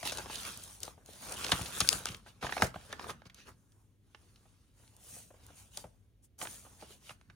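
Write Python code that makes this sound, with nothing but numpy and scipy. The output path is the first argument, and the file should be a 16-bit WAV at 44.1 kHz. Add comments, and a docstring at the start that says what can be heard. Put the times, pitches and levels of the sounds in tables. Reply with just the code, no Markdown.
"""A paper sleeve rustles as a vinyl disc is slid into it and laid on a plastic tray; then a second
sleeved disc is drawn out and laid on top. With each push or pull the paper fibres slip and catch,
so the sheets hiss, rasp and flutter, and their bending pushes air in a low rumble. Edges tap and set
the disc ringing, creases snap, and the tray thumps under the weight. It all happens in a quiet room,
close to a small microphone with two ports (sound openings), left and right."""
import sys
import numpy as np
from scipy import signal
from scipy.fft import rfft, irfft, next_fast_len
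from scipy.io import wavfile
from scipy.ndimage import uniform_filter1d

SR = 44100
rng = np.random.default_rng(int(sys.argv[2]) if len(sys.argv) > 2 else 0)


def inscribe(sig):
    """Save sig as 16-bit PCM at rate SR to the path in sys.argv[1].

    A 1-D sig is mono; a 2-D sig holds one channel per row.
    Samples are clipped to [-1, 1] before scaling.
    """
    pcm = np.round(np.clip(np.atleast_2d(sig).T, -1, 1) * 32767)
    wavfile.write(sys.argv[1], SR, pcm.astype(np.int16))


N = 324135
FIRM_DB = -45  # a firm flutter; crumpling and rumble grow as the flutter rises towards and past it


def gain_of(db):
    """Turns decibels into a number to multiply a sound by."""
    return 10 ** (np.asarray(db) / 20)


def evened(x):
    """Scales a signal to an average size (rms) of 1."""
    return x / np.sqrt(np.mean(x ** 2) + 1e-20)


def read(points, hz):
    """Looks up a table between its rows, with frequency spaced in octaves."""
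    f, value = np.transpose(points)
    return np.interp(np.log(hz + 1), np.log(f + 1), value)


def add(mix, start_s, sound):
    """Adds a stereo sound to the mix at the given time."""
    part = mix[:, max(round(start_s * SR), 0):][:, :sound.shape[1]]
    part += sound[:, :part.shape[1]]


def spectrum_of(x):
    """Splits x, with a little silence after it, into frequencies; gives their amounts and their Hz."""
    size = next_fast_len(x.shape[-1] + 2048, True)
    size += size % 2
    return rfft(x, size), np.fft.rfftfreq(size, 1 / SR)


def ports(spectra, hz):
    """Mixes two unrelated spectra into the partly alike sounds at the two microphone ports."""
    # how alike the ports are: f/Hz, likeness/0-1
    likeness = [(60, .86), (130, .83), (300, .79), (700, .77), (1400, .48), (3100, .42), (7000, .55),
                (9500, .74), (15000, .65)]
    # how much louder the left is: f/Hz, left minus right/dB
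    balance = [(100, 0), (300, 2.5), (520, 4), (900, 0.1), (1500, -3), (3000, -1.5), (4200, -1), (5300, 0),
               (7600, 2.5), (10000, -1.5), (16000, 0.3)]
    # how far the left wave runs ahead: f/Hz, lead/radians
    lead = [(500, 0), (1300, .7), (2100, 1.35), (2900, .5), (3800, .4), (5000, 1.6), (6300, -.1),
            (8000, 2.9), (10300, 0), (13600, 0), (15500, -2.7)]
    same, lean_db = np.clip(read(likeness, hz), 0, 1), read(balance, hz) / 2
    shared, own = np.sqrt((1 + same) / 2) * spectra[0], np.sqrt((1 - same) / 2) * spectra[1]
    left = (shared + own) * gain_of(lean_db)
    right = (shared - own) * gain_of(-lean_db) * np.exp(-1j * read(lead, hz))
    return np.array([left, right])


def coloured(noise, colour):
    """Gives a pair of noises a colour (a balance of low and high), at an average size of 1."""
    spectra, hz = spectrum_of(noise)
    return evened(irfft(ports(spectra * gain_of(read(colour, hz)), hz))[:, :N])


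def wander(per_s):
    """A random drift that heads for a new value per_s times a second."""
    steps = rng.standard_normal(16384)
    return evened(np.interp(np.arange(N) / SR * per_s, np.arange(len(steps)), steps))


def hand_strokes():
    """Each push or pull swells, holds and fades; gives three strengths and the pitch of the hollow."""
    # Into the sleeve; onto the tray from 2.4 s; second sleeve out from 3.5 s; on top from 6.2 s.
    # t/s, swell/s, hold/s, fade by 20 dB/s, hiss/dB, rasp/dB, flutter/dB, hollow under the sheet/Hz
    strokes = [ (-.02, .01, .03, 0.14, -52, -53.5, -60, 850),
               (0.031, .035, .025, 0.06, -40.5, -37, -43, 850), (.13, .02, 0.054, 0.2, -49, -47, -45, 880),
               (0.267, 0.065, .15, .25, -45, -43, -51, 1099), (.58, .03, .14, 0.13, -53, -61.5, -62, 850),
               (.80, .025, .055, 0.08, -53, -54, -54, 970), (.94, .05, .1, 1.5, -74, -78, -70, 700),
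               (1.04, .07, .1, 0.36, -55, -57, -59, 700.5), (1.197, .035, .09, 0.34, -48, -49, -47, 922),
               (1.33, .07, .23, 0.31, -44, -44, -46, 1199), (1.715, .03, .13, 0.1645, -42, -44, -47, 1381),
               (1.89, .03, .03, 0.08, -38, -42, -43, 1348), (1.98, .03, .04, .05, -56, -54, -54, 1300),
               (2.039, .03, .05, .08, -52, -48, -48, 1300), (2.15, .03, .21, 0.4, -75, -70, -71, 1100),
               (2.249, .03, .01, 0.06, -60.5, -57.5, -62, 1100),
               (2.408, .03, .02, 0.1046, -50, -41, -43, 901),
               (2.49, .025, .08, 0.1045, -50, -47, -49, 1100), (2.607, .018, .02, .05, -40, -40, -37, 750),
               (2.73, .02, .12, 0.13, -62, -59, -58, 859.4), (2.878, .04, .01, 0.0949, -62, -55, -48, 1300),
               (2.965, .06, .025, 0.1146, -59, -52.5, -46, 1150),
               (3.06, .04, .01, 0.0278, -49, -49, -50, 1098), (3.15, .03, .15, 0.4, -84, -76, -72, 1149),
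               (3.25, .015, .01, 0.01, -67, -58, -66, 1202),
               (3.339, .04, .03, 0.1252, -67, -57.5, -64, 1500),
               (3.448, .04, .005, 0.05, -59, -57, -53, 1103), (3.53, .05, .24, 0.23, -76, -88, -79, 899.6),
               (3.98, .24, .2, 1, -72.5, -73, -75, 1199), (4.72, .08, .02, 0.8, -67, -70, -71, 999.5),
               (4.88, 0.13, .05, 0.3, -70, -73, -74, 899),
               (4.985, .125, .085, 0.1343, -49.5, -58, -63, 650), (5.3, .14, .07, 0.42, -66, -66, -64, 480),
               (5.53, .055, .015, .13, -55, -61.5, -73, 850), (5.705, .08, .015, .08, -51, -55, -59, 669.7),
               (5.88, .03, .05, .25, -80, -90, -79, 670), (6.22, .028, .004, .022, -61, -74, -79, 1100),
               (6.379, .05, .01, 0.0539, -41, -50, -48, 800), (6.45, .03, .07, 0.17, -49, -56, -61, 1100),
               (6.61, .05, .26, .2, -63, -67, -67, 1000), (6.78, .035, .01, 0.11, -59, -56, -60, 880),
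               (6.87, .05, .015, 0.05, -56, -58, -66, 827.5), (6.991, .11, .015, 0.05, -56, -56, -64, 1131),
               (7.16, .03, .15, 0.14, -82, -81, -78, 1500)]
    t = np.arange(N) / SR
    power, weighted_hz = np.full((3, N), 1e-12), np.full(N, 1e-9)
    for start, swell, hold, fade, *levels_db, hollow_hz in strokes:
        age = t - start
        fade_db = -20 * np.clip((age - swell - hold) / fade, 0, 10)
        effort = np.clip(age / swell, 0, 1) * gain_of(fade_db)
        stroke_power = (gain_of(levels_db)[:, None] * effort) ** 2
        power += stroke_power
        weighted_hz += hollow_hz * stroke_power.mean(0)  # louder strokes count for more
    drift_octaves = 0.14 * wander(per_s=12)  # the hollow opens and closes a little
    return *np.sqrt(power), 2 ** drift_octaves * weighted_hz / power.mean(0)


def bent_sheet(noise, hollow_hz, patch_db, hollow_db, width_octaves=0.29):
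    """A bending sheet favours shifting patches of pitch; the hollow under it adds a moving ring."""
    hz, t, spectra = signal.stft(noise, SR, nperseg=512)
    speckle = rng.standard_normal(spectra.shape[1:])
    patches = evened(uniform_filter1d(uniform_filter1d(speckle, size=4, axis=0), size=9, axis=1))
    octaves_away = np.log2((hz[:, None] + 1) / np.interp(t, np.arange(N) / SR, hollow_hz))
    ring_db = hollow_db / (1 + (octaves_away / width_octaves) ** 2)
    return signal.istft(spectra * gain_of(patch_db * patches + ring_db), SR, nperseg=512)[1][:, :N]


def friction(colour, crumple_db, hollow_hz, clump_db, clumps_per_s, catches_per_s,
             catch_db, patch_db, hollow_db):
    """Countless fibres slip in clumps; now and then one catches and lets go with a larger tick."""
    fibres = rng.standard_normal((2, N))
    caught = rng.random(N) < catches_per_s / SR
    sizes = gain_of(4.5 * np.minimum(rng.exponential(1, N), 3))
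    ticks = evened(caught * sizes * rng.choice([-1., 1.], (2, N)))
    crumple = gain_of(catch_db + crumple_db)
    # crumpling moves energy from the smooth slip into the ticks
    slips = (fibres + crumple * ticks) / np.hypot(1, crumple)
    clumps = gain_of(clump_db * wander(clumps_per_s))
    return coloured(bent_sheet(slips * clumps, hollow_hz, patch_db, hollow_db), colour)


def rubbing(sliding, pressing, flexing, hollow_hz):
    """Light sliding gives a smooth hiss, pressing a grainy rasp, bending a lumpy flutter."""
    # the colours of the three paper sounds: f/Hz, level/dB
    hiss_colour = [(1500, -32), (4000, -12.5), (6000, 3), (8000, 5.5), (10000, 4.5), (13000, 1),
                   (16000, 0.5)]
    rasp_colour = [(800, -26), (1500, -7.5), (2100, -2.5), (2600, 1.5), (3500, -.5), (4600, 0), (5400, -3),
                   (6500, -7), (10000, -31.5)]
    flutter_colour = [(120, -16.5), (300, -1), (450, 0.5), (700, -3), (1100, -2.5), (1600, -2),
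                      (2200, -10.5), (4000, -26)]
    crumple_db = 2 + 0.27 * (20 * np.log10(flexing) - FIRM_DB)  # more bending, more ticks
    hiss = friction(hiss_colour, crumple_db, hollow_hz, clump_db=0.94, clumps_per_s=440,
                    catches_per_s=200, catch_db=-6.5, patch_db=2.5, hollow_db=1)
    rasp = friction(rasp_colour, crumple_db, hollow_hz, clump_db=1.05, clumps_per_s=300,
                    catches_per_s=150, catch_db=-5, patch_db=3.2, hollow_db=5.5)
    flutter = friction(flutter_colour, crumple_db, hollow_hz, clump_db=1.47, clumps_per_s=150,
                       catches_per_s=110, catch_db=-5.5, patch_db=2.5, hollow_db=5.5)
    paper = sliding * hiss + gain_of(-2.0) * pressing * rasp + gain_of(-1.82) * flexing * flutter
    unsteady_hand = gain_of(0.49 * wander(per_s=45))
    return paper * unsteady_hand


def sheet_rumble(flexing, lag_s=.04):
    """Broad sheets push air and rumble on the tray as they bend."""
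    # the colour of the rumble: f/Hz, level/dB
    rumble_colour = [(20, -21), (40, -4), (58, 6), (100, 3.5), (140, 0.5), (185, 0.5), (260, -3.5),
                     (450, -35.5)]
    carry = np.exp(-1 / (SR * lag_s))
    motion = signal.lfilter([1 - carry], [1, -carry], flexing / gain_of(FIRM_DB))  # smoothed bending
    return gain_of(-55) * motion ** .6 * coloured(rng.standard_normal((2, N)), rumble_colour)


def room_hum():
    """The quiet room has a faint, steady, low noise."""
    # the colour of that noise: f/Hz, level/dB
    hum_colour = [(20, -15.5), (50, -0.5), (80, -4.5), (103, 3.5), (150, -15), (240, -13), (330, -16.5),
                  (1000, -37), (2300, -33.5), (4500, -39), (8000, -44), (16000, -37)]
    return gain_of(-67) * coloured(rng.standard_normal((2, N)), hum_colour)


def blow(colour, pitch_ratio, t60, pan_db, rattle_db, spread_s, ring_hz=1000, ring_db=0):
    """One hit: a sharp push, then a rattle that dies away by 60 dB in t60 seconds."""
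    t = np.arange(4096) / SR
    build_up = 1 - np.exp(-t / .0004)
    rattle = rng.standard_normal((2, len(t))) * gain_of(-60 * t / max(t60, .002)) * build_up
    push = evened(1. * (t == 0))
    # a blow comes from one spot, so it is more alike at the two ports than the rubbing
    shared = push + gain_of(rattle_db) * evened(rattle[0])
    own = gain_of(rattle_db - 4.5) * evened(rattle[1])
    spectra, hz = spectrum_of(np.array([shared, own]))
    # bending waves carry the treble ahead of the bass
    bending = np.exp(-4j * np.pi * spread_s * np.sqrt(1000 * hz))
    ring = 1 + (gain_of(ring_db) - 1) / (1 + 5j * ((hz + 1) / ring_hz - ring_hz / (hz + 1)))
    shaped = spectra * bending * ring * gain_of(read(colour, hz / pitch_ratio))
    sound = irfft(ports(shaped, hz))[:, :len(t)]
    sound = evened(sound) * np.sqrt(SR / 100 / len(t))  # as much energy as 10 ms at size 1
    return sound * gain_of(np.array([[pan_db], [-pan_db]]) / 2)


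def edge_taps():
    """Sheet and disc edges knock on paper and tray; each struck spot has its own brief ring."""
    # the knocks: t/s, level/dB, centre f/Hz, time to die away/s, ring f/Hz, left minus right/dB
    taps = [(0.029, -41, 1740, .027, 700, 4.5), (0.1217, -40, 1200, 0.037, 2850, 3),
            (.184, -44, 1500, .04, 850, 6), (.259, -47, 1200, .05, 406, 3),
            (.2982, -43, 1200, 0.045, 396, 2), (0.8785, -45.5, 990, 0.0072, 1040, 3),
            (.9779, -58.5, 625, 0.046, 676, 2), (1.0873, -54.5, 565, .03, 420, 7),
            (1.445, -42, 1100, 0.033, 500, 8.5), (1.4923, -41.5, 1500, .012, 3430, -2),
            (1.5189, -22, 2900, 0.038, 3700, 3), (1.5273, -32, 2010, 0.093, 1200, -1),
            (1.591, -45.5, 1200, .03, 1200, 9), (1.613, -44, 2500, 0.024, 2760, 6),
            (1.8051, -31, 1900, .06, 1250, 1), (1.846, -44.5, 1500, .03, 1700, 8),
            (1.9285, -39.5, 1400, 0.022, 3870, 8), (2.0563, -38, 1700, 0.01, 1360, -1),
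            (2.0675, -39, 3200, 0.084, 2780, 2), (2.2624, -52.5, 1200, 0.13, 1530, 2.5),
            (2.4267, -36, 1430, .08, 990, 0), (2.4456, -36, 1330, .035, 990, 1),
            (2.4664, -37.5, 1600, .044, 1920, -2), (2.4926, -39.5, 1300, 0.05, 1730, 1),
            (2.5231, -33.5, 2110, 0.032, 1820, -3), (2.5668, -34, 1370, 0.02, 720, -0.5),
            (2.578, -38.5, 1500, 0.043, 2330, -6), (2.599, -40.5, 800, 0.035, 660, -1),
            (2.6213, -21, 1420, 0.024, 1660, 0), (2.63, -32, 650, .05, 620, 1),
            (2.7422, -46, 1310, .035, 1400, 0), (2.7588, -41.5, 950, 0.02, 796, -1.5),
            (2.9283, -39.5, 1330, .04, 1750, -1.5), (2.9948, -42, 1810, .02, 1330, -0.5),
            (3.042, -47, 1000, .025, 1290, -4), (3.0958, -38.5, 1800, 0.071, 1115, -1.5),
            (3.2185, -56.5, 1600, .02, 1146, -4), (3.256, -60.5, 700, .04, 1160, 2),
            (4.1467, -51.5, 1750, .028, 3030, -3), (4.455, -66.5, 898, .04, 702, -1),
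            (5.165, -59.5, 800, .04, 600, 2), (5.3049, -56, 800, .06, 520, 1),
            (5.3414, -60, 700, .04, 550, -3.5), (5.502, -58.5, 700, .05, 600, 0.5),
            (5.7747, -49.5, 1100, 0.057, 3430, 3), (5.8409, -47, 800, .086, 600, 2),
            (6.4147, -39.5, 2600, 0.024, 1070, -3), (6.427, -45, 1700, .025, 700, -2),
            (6.4526, -44, 1700, .04, 694, 0), (6.4709, -44, 2300, 0.016, 2600, -2),
            (6.65, -59, 1300, .11, 1210, -2), (6.664, -59, 900, .04, 740, -6),
            (6.8237, -47.5, 670, .07, 403, -3), (6.9046, -58, 900, .05, 425, -6),
            (7.0935, -45.5, 2400, .033, 2900, -1), (7.1051, -49, 1690, .04, 1168, -2.5),
            (7.2121, -63, 3000, .018, 1150, -1.5), (7.2991, -56, 1910, 0.036, 2220, -4)]
    # the colour of a knock centred on 1500 Hz: f/Hz, level/dB
    tap_colour = [(60, -13), (300, -5.5), (650, 0), (1500, -0.5), (2800, -8), (4800, -13.5), (9000, -34)]
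    out = np.zeros((2, N))
    for start, db, hz, t60, ring_hz, pan_db in taps:
        tap = blow(tap_colour, hz / 1500, t60, pan_db, rattle_db=5, spread_s=.0009,
                   ring_hz=ring_hz, ring_db=7.5)
        add(out, start, gain_of(db) * tap)
    return out


def disc_ring(taps):
    """The disc rings briefly after each tap, muffled by its sleeve."""
    # the natural tones of the sleeved disc: f/Hz, level/dB, time to die away/s
    disc_tones = [(500, -4, 0.058), (626, 0, 0.13), (721, 0, 0.13), (854, -2, 0.074), (1205, -2, .06),
                  (1540, -2, 0.049), (2329, -5, 0.094), (3380, -3, 0.053), (3847, -5, .04)]
    t = np.arange(8192) / SR
    ring = 0
    for hz, db, t60 in disc_tones:
        decay = gain_of(-60 * t / t60)
        ring += gain_of(db) * 2 * decay / decay.sum() * np.cos(2 * np.pi * hz * t)
    return gain_of(-5.5) * signal.oaconvolve(taps, ring[None], axes=1)[:, :N]


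def crease_snaps():
    """Creases in the paper flip over with short bright cracks."""
    # the cracks: t/s, level/dB, centre f/Hz, time to die away/s, left minus right/dB
    snaps = [(.0297, -47, 6500, 0.027, -2), (.0541, -39, 7000, .05, 1), (.1201, -37, 6440, 0.079, 1),
             (.1726, -40.5, 5750, .006, 1), (.183, -41, 4520, .04, 2), (0.356, -41, 4800, .01, -4),
             (.5741, -44, 12200, .005, -1), (.6364, -46, 11500, .008, 0), (0.8035, -50, 10900, .008, 2),
             (0.8316, -37, 7000, 0.019, 5), (.851, -51, 6000, .025, 1), (1.0605, -55.5, 8900, .006, 2),
             (1.2946, -49, 10000, .014, 5), (1.321, -40, 9900, .035, 5), (1.4454, -34.5, 4320, 0.016, 0),
             (1.465, -40, 3400, .012, -7), (1.5155, -36, 6500, .03, -10), (1.5193, -33, 5600, .02, -2),
             (1.6184, -41.5, 10500, .008, 0), (1.6585, -40.5, 4200, 0.075, 3),
             (1.8037, -25.5, 6200, .02, 6.5), (1.8111, -29.5, 3870, .028, -4), (1.8747, -39, 6200, .01, 10),
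             (1.889, -19, 5900, .006, 4.5), (1.9283, -31.5, 4500, 0.0068, 4), (1.988, -44, 14000, .026, 0),
             (2.0555, -34, 6950, 0.0072, 3), (2.0872, -40.5, 3500, .014, 2), (2.1454, -44, 3040, 0.016, 3),
             (2.1675, -56, 13600, .006, 0), (2.6213, -32, 6300, 0.0089, 0), (2.9267, -43.5, 4770, .01, 2),
             (3.1034, -47, 3900, 0.0032, 11), (3.2543, -60, 3300, .05, -6),
             (3.2979, -55.5, 2700, 0.034, -2), (3.345, -55, 6700, 0.015, -1),
             (3.72, -70, 5500, 0.027, -0.5), (4.359, -63, 3600, 0.021, 0), (4.877, -65, 4200, 0.013, -0.5),
             (4.9656, -59, 11400, .005, 1), (5.4652, -55, 12400, .006, 0), (5.7725, -38.5, 6700, .014, 2),
             (6.3885, -54, 10740, 0.021, -2.5)]
    # the colour of a crack centred on 5035 Hz: f/Hz, level/dB
    snap_colour = [(200, -25), (1400, -13.5), (3000, 2), (5000, 1.5), (8500, -3.5), (16000, -18.5)]
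    out = np.zeros((2, N))
    for start, db, hz, t60, pan_db in snaps:
        snap = blow(snap_colour, hz / 5035, t60, pan_db, rattle_db=6.0, spread_s=.0011)
        add(out, start, gain_of(db) * snap)
    return out


def tray_thumps():
    """The tray gives under the weight and rings briefly with its low tones."""
    # weight landing: t/s, peak level/dB, rise time/s (longer is softer)
    landings = [(.03, -46, .008), (1.524, -29.5, 0.0068), (1.605, -34, 0.009), (1.812, -33.5, 0.011),
                (1.94, -41, .01), (2.095, -40, .01), (2.432, -36.5, .011), (2.626, -26, .002),
                (2.762, -46, .003), (3.1, -50.5, .006), (3.257, -51, .006), (5.125, -52, 0.0093),
                (5.843, -48, .003), (6.416, -49, .004), (7.105, -52.5, .006), (7.285, -55, .01)]
    # the natural tones of the loaded tray: f/Hz, level/dB, time to die away/s
    tray_tones = [(42.5, -9.5, 0.15), (64.4, -5, 0.11), (99, 3.5, 0.07), (128.5, -8.5, 0.23),
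                  (177, 1, 0.093), (262, -4, .055), (325, -7, .06)]
    out, t = np.zeros((2, N)), np.arange(12000) / SR
    tones = sum((-1) ** k * gain_of(db - 60 * t / t60) * np.sin(2 * np.pi * hz * t)
                for k, (hz, db, t60) in enumerate(tray_tones))
    lean_db = np.array([[.6], [-.6]])  # a little to the left
    for start, db, rise_s in landings:
        ring = tones * (1 - np.exp(-t / rise_s))
        add(out, start, gain_of(db + lean_db) * ring / abs(ring).max())
    return out


def room_echoes(sound, gap_s):
    """A small furnished room returns many soft echoes, each pitch dying at its own speed."""
    # how long the room rings: f/Hz, time to die away/s
    decay_times = [(100, 0.26), (1000, 0.25), (4000, 0.2), (9000, 0.23), (16000, 0.14)]
    hz, t, spectra = signal.stft(rng.standard_normal((2, SR // 2)), SR, nperseg=256)
    decay = gain_of(-60 * t / read(decay_times, hz)[:, None])
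    tail = signal.istft(spectra * decay, SR, nperseg=256)[1]
    tail *= np.clip(np.arange(tail.shape[1]) / SR / gap_s - 1, 0, 1)  # silent for gap_s, then fades in
    return signal.fftconvolve(sound, tail / np.linalg.norm(tail[0]), axes=1)[:, :N]


def scene():
    """Rubbing paper, taps, snaps and thumps over the room's low hum."""
    sliding, pressing, flexing, hollow_hz = hand_strokes()
    snaps, taps = crease_snaps(), edge_taps()
    room = room_echoes(gain_of(-15.5) * snaps + gain_of(-14.5) * taps, gap_s=0.0053) + room_hum()
    paper = rubbing(sliding, pressing, flexing, hollow_hz) + sheet_rumble(flexing)
    return paper + taps + disc_ring(taps) + snaps + tray_thumps() + room


def record(dry):
    """The microphone favours some pitches over others, and the highest treble is cut off."""
    # how strongly the microphone picks up each pitch: f/Hz, level/dB
    mic_colour = [(15, -15.5), (30, -5), (50, 2), (1000, -0.5), (2000, -1.5), (2500, -2), (3400, 0),
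                  (4500, -1.5), (6800, 0), (8000, -0.5), (9500, 2.5), (10300, -3), (11500, -9), (14500, -3),
                  (16000, -4)]
    spectra, hz = spectrum_of(dry)
    heard = irfft(spectra * gain_of(read(mic_colour, hz)))[:, :N]
    treble_cut = signal.firwin(511, cutoff=16050, window=("kaiser", 9), fs=SR)
    return signal.oaconvolve(heard, treble_cut[None], "same", axes=1)


dry = scene()
out = record(dry)
inscribe(out)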